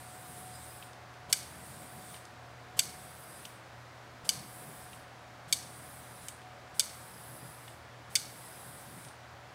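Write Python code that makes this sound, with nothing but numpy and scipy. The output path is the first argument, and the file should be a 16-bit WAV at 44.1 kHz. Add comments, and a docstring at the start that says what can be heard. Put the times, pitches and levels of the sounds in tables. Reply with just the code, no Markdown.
"""A craft room, a mono microphone above a table: a handheld butane torch is lit again and again over a steady fan.
The fan is shaped noise with wavering sines; a burn already under way is heard first. The jet is banded noise
with narrow whistling bands, the flame low noise. Noisy blows ring the modes of the torch body for each igniter
snap and trigger tick, and echoes and a diffuse tail answer from the room. Each valve opening is a decaying low
sine and two short swells of noise."""
import sys
import numpy as np
from scipy import signal
from scipy.fft import rfft, irfft, next_fast_len
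from scipy.io import wavfile
from scipy.ndimage import uniform_filter1d

SR = 44100
rng = np.random.default_rng(int(sys.argv[2]) if len(sys.argv) > 2 else 0)


def bounce(signal):
    """Save signal as a 16-bit WAV file at the path given by the first command-line argument."""
    frames = np.transpose(np.atleast_2d(signal))
    limited = np.clip(frames, -1, 1)
    pcm = np.round(limited * 32767).astype(np.int16)
    wavfile.write(sys.argv[1], SR, pcm)


N = 420713
T = np.arange(N) / SR
FFT = next_fast_len(N)

# Fan air noise, relative colour: pitch_hz, level_db (per Hz)
FAN_COLOUR = [(22, -44), (45, -20), (70, -11.5), (140, -11), (200, -16), (320, -15.5), (400, -15.5),
              (600, -11.5), (800, -11.5), (1550, -13.5), (2300, -19), (2700, -22.5), (4800, -26.5),
              (15800, -44)]
# Fan hum lines: pitch_hz, wander_hz, level_db, waver_db
FAN_HUM = [(82, 1.54, -67.5, 3), (119.9, 0.52, -59.5, 1.65), (257, 3, -73, 1), (325, 3, -75.5, 2),
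           (571, 3, -70.5, 2), (647, 6, -70.5, 2)]
# Fan motor whine coming and going: time_s, level_db
FAN_WHINE = [(0, -60.5), (.5, -55.5), (1.1, -64), (1.3, -59), (1.5, -64), (2.05, -59), (2.3, -64),
             (3.1, -59.5), (3.75, -70), (4.2, -64), (4.65, -60), (5.2, -64), (6.3, -64), (6.47, -58.5),
             (6.85, -66), (7.25, -60.5), (7.6, -68), (8.1, -71), (8.7, -63), (9.54, -65)]
FAN_DB, WHINE_HZ = -52.5, 731.5

# Burns: valve_shuts_s, gas_dies_db_per_s, flame_start_db, flame_end_db, whistle_db (levels before sway)
BURNS = [(.8245, 150, -61, -61, -76.5), (2.144, 135, -56, -62.5, -76), (3.451, 125, -61, -58.5, -75),
         (4.932, 130, -56.5, -62, -77), (6.284, 150, -56.5, -61, -77.5), (7.678, 132, -63, -62, -77),
         (9.047, 150, -63.5, -64, -77)]
# Hiss, one list a burn, before sway: time_s, lower_part_db, upper_part_db
HISS_LEVELS = [
    [(.05, -58.5, -59.5), (.3, -59.5, -57.5), (.48, -57.5, -57.5), (.6, -57, -58.5), (.8, -58.5, -58)],
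    [(1.55, -59, -60), (1.68, -56.5, -58), (1.8, -57.5, -56.5), (1.92, -58.5, -58), (2.13, -56, -58)],
    [(3.0, -57.5, -59), (3.14, -61, -59), (3.22, -62, -56.5), (3.43, -57.5, -58.5)],
    [(4.5, -59.5, -59), (4.58, -58.5, -57.5), (4.7, -60.5, -58), (4.9, -60, -61)],
    [(5.75, -59.5, -60), (5.85, -59.5, -58), (6.15, -61.5, -59), (6.27, -56.5, -57)],
    [(7.0, -59, -59), (7.1, -60.5, -58), (7.27, -60, -56), (7.66, -62, -60)],
    [(8.36, -60, -57), (8.5, -59, -57.5), (8.74, -58, -58.5), (9.0, -58.5, -60)],
]
# Jet hiss, relative colour: pitch_hz, level_db (per Hz)
JET_COLOUR = [(1470, -42.5), (2500, -34), (3270, -10.5), (3790, -7.5), (4290, -13.5), (4850, -11.5),
              (5370, -12.5), (6920, -11.5), (8460, -0.5), (9720, -3.5), (10600, 2.5), (11900, -8),
              (14600, -3), (15800, -13)]
# Flame rumble, relative colour: pitch_hz, level_db (per Hz)
FLAME_COLOUR = [(80, -41), (125, 6.5), (165, 2.5), (260, -4.5), (500, -11.5), (1200, -16)]
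# The flame flares up as it licks the surface: centre_s, half_length_s, rise_db
FLARES = [(.29, .04, 6), (1.77, .06, 7), (1.98, .04, 7), (2.15, .03, 8), (3.02, .1, 5), (4.42, .06, 2),
          (4.69, 0.041, 8), (6.02, .03, 6), (7.15, .1, 7.5), (7.4, 0.12, 7.5), (8.85, 0.25, 8)]
# Pitch of the nozzle whistle before its drift: time_s, pitch_hz
NOZZLE_PITCH = [(0.1, 4860), (.28, 5090), (.5, 4880), (.58, 5020), (.7, 4960), (.85, 5120), (1.5, 4680),
                (2.1, 4740), (3.05, 4680), (3.35, 4930), (4.5, 4680), (4.8, 5040), (5.8, 4850), (6.2, 4950),
                (7.12, 5050), (7.26, 4760), (7.4, 4820), (7.47, 4920), (7.6, 5000), (8.3, 4720),
                (8.41, 4850), (8.45, 5120), (8.52, 5000), (8.6, 5080), (8.8, 4600), (8.94, 4620),
                (9.0, 4920)]
# The nozzle whistle stands out for a moment: centre_s, half_length_s, rise_db
NOZZLE_SWELLS = [(.15, .06, 4), (.26, .04, 5), (.555, .045, 12), (.70, .03, 11), (.77, .02, 7),
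                 (.85, .03, 6), (2.0, .1, 6), (3.3, .06, 6), (4.8, .08, 6), (6.15, .08, 4), (7.18, .07, 7),
                 (7.44, .06, 10), (7.58, .05, 6), (8.36, .05, 7), (8.455, .02, 14), (8.55, .06, 11),
                 (8.93, .02, 8), (9.0, .02, 10)]
# Time that lower hiss, upper hiss, flame and whistle outlast the valve, one row each: drain_s
DRAIN_S = [
    [0.02],
    [0.0053],
    [.015],
    [.02],
]
# The same four swell and dip as the hand sweeps the torch: typical dB, new levels per second
SWAY_DB, SWAY_PER_S = [.8, .8, 1.8, 1.0], [11., 9., 11., 5.]
OPEN_S = .035  # the gas builds over this time
SPLIT_HZ = 9700  # the hiss parts trade strength about this pitch as the torch turns

# Trigger parts tick as the thumb moves: start_s, level_db, rattle_s, loudest_hz, fall_db_per_octave
TICKS = [(.6424, -54, .0025, 8460, 12), (.8245, -46.5, 0.0052, 2920, 25), (.9316, -49, .002, 3900, 12),
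         (1.14, -52, .002, 2700, 10), (2.143, -42, 0.0022, 3000, 17), (2.164, -48, .002, 3000, 11),
         (2.252, -48, 0.0034, 4970, 11), (2.712, -69, 0.0022, 3800, 5), (3.451, -40, 0.0036, 3060, 21),
         (3.4535, -45, .003, 6300, 12), (4.931, -42.5, 0.0016, 2960, 25), (6.2831, -45, 0.0068, 2700, 21),
         (6.2844, -27, 0.00058, 8400, 10), (6.417, -54, .002, 3000, 11), (7.678, -47.5, 0.0041, 3190, 23),
         (9.048, -47.5, 0.003, 2600, 7), (9.085, -50.5, 0.0036, 3600, 7)]
# Shared by all ticks: grip_db (one per gripped mode), first_force, loose_parts_db, loose_fade_s, ring_swings
TICK_CONTACT = ((5, -3, 0, 0, 0, 0, -5, 3, -2), 1.6, -9, 0.006, 11)
# Igniter hammer: start_s, level_db, rattle_s, loudest_hz, fall_db_per_octave, grip_db (one per gripped mode)
SNAPS = [(1.3270, -16, 0.0034, 5500, 1.2, (1.5, 2, 1, -1, 5, 1.5, 0.5, 0, -1)),
         (2.7915, -16.5, 0.0039, 5530, 2.5, (1, -0.5, 4, 4, -1.5, 2, 0, 0, -2)),
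         (4.2910, -15.5, 0.0025, 4750, 4, (-2, -3.5, 4, -4, -6, -2, 0.5, 0, -2.5)),
         (5.5257, -16.5, 0.0032, 5680, 4.1, (-8, 6, -3, 6, -1, -0.5, 0, -1, -2)),
         (6.7952, -16.5, 0.0031, 5530, 3, (-1, -4, 0.5, 3.5, 3, 0.5, 0, 6, 3)),
         (8.1535, -19, 0.0061, 5000, 4.8, (0, 5, -2, 2.5, -2, -1, 0, 0, 1))]
# Ringing modes of the torch body, relative strength: pitch_hz, level_db
BODY_MODES = [(1550, -13), (2290, -6.5), (2980, -6), (3550, -5.5), (4600, 1), (5450, -6), (6340, -0.5),
              (7100, -19), (7950, 1.5), (8900, -1.5), (9700, -3.5), (10600, -5.5), (11600, -5.5),
              (12900, -9), (14400, -12), (15600, -28)]
# Modes that the grip lets ring more or less: row in BODY_MODES
GRIPPED_MODES = [0, 1, 2, 3, 5, 8, 4, 7, 9]
FIRST_BLOW = 2.1  # force of the hammer's first contact, against a typical rattle blow of 1
# The hand damps the body. Swings until 60 dB down, towards the microphone and the walls
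RING_CYCLES, WALL_CYCLES = 26, 15
LOW_RING = .25  # modes below the fifth ring more swings, by this power of the pitch ratio
SWELL_CYCLES = 2.0  # time constant of a mode's swell, in swings

# Echoes off the table: delay_s, level_db
TABLE_ECHOES = [(.0045, -26), (.008, -19), (.013, -28)]
# Echoes off flat walls: delay_s, level_db
WALL_ECHOES = [(.043, -30), (.058, -35), (.062, -27.5), (.068, -34)]
# Diffuse tail of the room, relative bands: pitch_hz, time_to_fall_60_db_s, level_db
TAIL_BANDS = [(1780, 0.85, -3.5), (2780, 0.67, -5.5), (4650, 0.57, -1), (7450, 0.41, 2), (11600, 0.37, 7)]
TAIL_DB, TAIL_RISE_S = -15, 0.055

# Valve opens: start_s, thumb_knock_db, puff_peak_db, flutter_peak_db
VALVE_OPENINGS = [(1.293, -43, -50, -49), (2.766, -43, -48.5, -50.5), (4.244, -42, -50.5, -51),
                  (5.479, -43.5, -57, -62), (6.741, -50, -57, -62), (8.098, -46, -58, -70)]
# Puff of first gas, relative colour: pitch_hz, level_db (per Hz)
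PUFF_COLOUR = [(1500, -22), (3000, 9), (6000, 2), (8500, 9), (12000, -1), (15800, -4)]
# Gas filling the burner tube, relative colour: pitch_hz, level_db (per Hz)
FLUTTER_COLOUR = [(250, -24), (500, -6.5), (900, -5), (1500, -16)]
# Seconds from opening to the loudest moment; the knock comes ahead by its lead
PUFF_S, FLUTTER_S, KNOCK_LEAD_S = .011, .012, .006

ROLL_HZ, TOP_HZ = 15750, 16800  # corners of the recorder's two lowpass filters


def undb(db):
    """Amplitude ratio of a level in dB."""
    return 10 ** (np.asarray(db) / 20)


def unit(x):
    """Scale to rms 1."""
    return x / np.sqrt(np.mean(x ** 2))


def walk(rate):
    """Random levels held 1 / rate s and slewed twice; spread near 1."""
    hold = int(SR / rate)
    steps = np.repeat(rng.standard_normal(N // hold + 1), hold)
    slewed = uniform_filter1d(uniform_filter1d(steps, hold), hold)
    return 1.288 * slewed[:N]


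def noise(colour, flicker_db=0., rate=8., size=N, count=1):
    """Noise of a (Hz, dB) colour; with flicker, count bands an octave waver separately; rms 1."""
    fast = next_fast_len(size)
    octave = np.log2(np.maximum(np.fft.rfftfreq(fast, 1 / SR), 1))
    hz, db = np.transpose(colour)
    shape = undb(np.interp(octave, np.log2(hz), db, -90, -90))
    spectrum = rfft(rng.standard_normal(fast)) * shape
    if not flicker_db:
        return unit(irfft(spectrum, fast)[:size])
    total = 0
    for band in range(int(count * np.log2(hz[0])), int(count * np.log2(hz[-1])) + 2):
        overlap = np.clip(1 - abs(count * octave - band), 0, 1)
        part = irfft(spectrum * overlap, fast)[:size]
        total = total + part * undb(flicker_db * walk(rate))
    return unit(total)


def add(out, s, sound):
    """Lay a sound into out from s seconds."""
    i = int(s * SR)
    out[i:i + len(sound)] += sound[:N - i]


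def level_at(table):
    """Second column of a table, interpolated over its times."""
    return np.interp(T, *np.transpose(table))


def swells(table):
    """Bell-shaped rises in level, dB."""
    return sum(db * np.exp(-((T - s) / half) ** 2) for s, half, db in table)


def tone(hz, wander, db):
    """A sine whose pitch wanders."""
    phase = 2 * np.pi * np.cumsum(hz + wander * walk(20.)) / SR
    return np.sqrt(2) * undb(db) * np.sin(phase)


def fan():
    """Steady air noise, a few wavering hum lines and a whine that comes and goes."""
    out = undb(FAN_DB) * noise(FAN_COLOUR)
    for hz, wander, db, waver_db in FAN_HUM:
        out += tone(hz, wander, db + waver_db * walk(13.0))
    return out + tone(WHINE_HZ, 4.1, level_at(FAN_WHINE) + 1.7 * walk(12.))


def whistle(hz, width, wander):
    """A narrow band of noise whose centre drifts; rms near 1."""
    swing = noise([(1, 0), (width / 2, 0), (2 * width, -24)])
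    phase = 2 * np.pi * np.cumsum(hz + wander * walk(4.)) / SR
    return np.sqrt(2) * swing * np.sin(phase)


def burn_gains():
    """Gas flow sets the gain of lower hiss, upper hiss, flame and whistle: it builds, holds and drains."""
    gains = np.zeros((4, N))
    starts = [-.5] + [opening[0] for opening in VALVE_OPENINGS]  # the first burn is already under way
    for opens, burn, hiss in zip(starts, BURNS, HISS_LEVELS):
        shuts, dies_db_s, flame0_db, flame1_db, whistle_db = burn
        s, low_db, high_db = np.transpose(hiss)
        held_db = np.array([np.interp(T, s, low_db),
                            np.interp(T, s, high_db),
                            np.interp(T, (opens, shuts), (flame0_db, flame1_db)),
                            np.full(N, whistle_db)])
        lost_db = dies_db_s * np.maximum(T - shuts - DRAIN_S, 0)
        gains += np.clip((T - opens) / OPEN_S, 0, 1) * undb(held_db - lost_db)
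    return gains * undb([db * walk(rate) for db, rate in zip(SWAY_DB, SWAY_PER_S)])


def gas():
    """The jet hisses and whistles through the nozzle and the flame rumbles unevenly while the valve is open."""
    gains = burn_gains()
    flickering = noise(JET_COLOUR, flicker_db=1.5, rate=25., count=5)
    jet = rfft(undb(0.61 * walk(25.)) * flickering, FFT)
    is_low = np.fft.rfftfreq(FFT, 1 / SR) < SPLIT_HZ
    low = unit(irfft(jet * is_low, FFT)[:N])
    low += undb(-9.0 + 1.8 * walk(12.)) * whistle(8500., 400., 220.)
    high = unit(irfft(jet * ~is_low, FFT)[:N])
    high += undb(-10.0 + 1.8 * walk(12.)) * whistle(10600., 350., 220.)
    rumble = undb(2.2 * walk(14.) + swells(FLARES)) * noise(FLAME_COLOUR)
    patchy = undb(2.0 * walk(30.) + swells(NOZZLE_SWELLS)) * whistle(level_at(NOZZLE_PITCH), 140., 35.)
    return np.sum(gains * [low, high, rumble, patchy], axis=0)


def strike(rattle_s, centre_hz, fall_db, grip_db, first=FIRST_BLOW, after_db=-4.0, dies_s=0.0065,
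           swings=RING_CYCLES):
    """A rattle of uneven blows, then weaker loose parts that settle, ring each mode of the torch body.
    The first sound goes to the microphone; the second, the mean colour over all directions, to the walls."""
    t = np.arange(int(.08 * SR)) / SR
    hz, db = np.transpose(BODY_MODES)[:, :, None]
    loose = undb(after_db) * np.exp(-(t - rattle_s) / dies_s)
    force = np.where(t < rattle_s, 1, loose)
    uneven_db = 3.0 * np.repeat(rng.standard_normal(len(t) // 20 + 1), 20)[:len(t)]
    force *= undb(uneven_db)
    force[:20] = first
    blows = rng.standard_normal((len(BODY_MODES), len(t))) * force

    # each mode swells for a few swings before it fades, which keeps the valleys dark
    swing = np.sin(2 * np.pi * hz * t) * -np.expm1(-hz * t / SWELL_CYCLES)
    near_cycles = swings * np.maximum(hz[4] / hz, 1) ** LOW_RING
    near = swing * np.exp(-np.log(1000) * t * hz / near_cycles)
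    wide = swing * np.exp(-np.log(1000) * t * hz / WALL_CYCLES)
    rings = np.array([signal.fftconvolve(near, blows, axes=1)[:, :len(t)], wide])

    gain = undb(db - fall_db * abs(np.log2(hz / centre_hz))) * np.ones((2, 1, 1))
    gain[0, GRIPPED_MODES, 0] *= undb(grip_db)
    # equalise the energy of the modes, so that gain alone sets the colour
    energy = np.sum(rings ** 2, axis=2, keepdims=True)
    rings *= gain * np.sqrt(rattle_s * SR / np.sum(gain[1] ** 2) / energy)

    # over all directions the modes add in power, with no cancelling between them
    power = np.sum(abs(rfft(rings[1])) ** 2, axis=0)
    mean = irfft(np.sqrt(power), len(t))
    return rings[0].sum(axis=0), np.roll(mean, 80)[:400]


def trigger():
    """Loud igniter snaps and soft ticks ring the torch body, towards the microphone and the walls."""
    near, walls = np.zeros((2, N))
    for s, db, *contact in SNAPS + [tick + TICK_CONTACT for tick in TICKS]:
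        direct, mean = strike(*contact)
        add(near, s, undb(db) * direct)
        add(walls, s, undb(db) * mean)
    return near, walls


def room(near, walls):
    """Direct sound, a few hard echoes and a lumpy diffuse tail that builds as the far walls answer."""
    t = np.arange(int(.6 * SR)) / SR
    tail = 0
    for hz, t60, db in TAIL_BANDS:
        band = noise([(hz / 2.4, -30), (hz / 1.25, 0), (hz * 1.25, 0), (hz * 1.9, -30)], size=len(t))
        lumps = undb(db + 2.0 * walk(116.0)[:len(t)])
        tail = tail + lumps * band * np.exp(-np.log(1000) * t / t60)
    tail *= np.clip(t / TAIL_RISE_S, 0, 1) ** 0.39
    response = undb(TAIL_DB) * tail / np.sqrt(np.sum(tail ** 2))
    out = near + signal.fftconvolve(walls, response)[:N]
    for s, db in TABLE_ECHOES:
        add(out, s, undb(db) * near)
    for s, db in WALL_ECHOES:
        add(out, s, undb(db) * walls)
    return out


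def valve():
    """The thumb knocks the trigger home, then the first gas leaves in a puff and flutters in the tube."""
    out = np.zeros(N)
    t = np.arange(int(.1 * SR)) / SR
    knock = np.sin(2 * np.pi * 155.0 * t) * np.exp(-t / 0.0081)
    puff_shape = t / PUFF_S * np.exp(1 - t / PUFF_S)
    flutter_shape = t / FLUTTER_S * np.exp(1 - t / FLUTTER_S)
    for s, knock_db, puff_db, flutter_db in VALVE_OPENINGS:
        add(out, s - KNOCK_LEAD_S, undb(knock_db) * knock)
        add(out, s, undb(puff_db) * noise(PUFF_COLOUR, size=len(t)) * puff_shape)
        add(out, s, undb(flutter_db) * noise(FLUTTER_COLOUR, size=len(t)) * flutter_shape)
    return out


def scene():
    """Fan, burning gas, trigger in its room and valve, alike on both channels."""
    mono = fan() + gas() + room(*trigger()) + valve()
    return np.array([mono, mono])


def record(dry):
    """The recorder drops the highest treble, then cuts the top."""
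    dull = signal.sosfilt(signal.ellip(5, .2, 20, ROLL_HZ, fs=SR, output="sos"), dry)
    return signal.sosfilt(signal.ellip(10, .2, 70, TOP_HZ, fs=SR, output="sos"), dull)


dry = scene()
out = record(dry)
bounce(out)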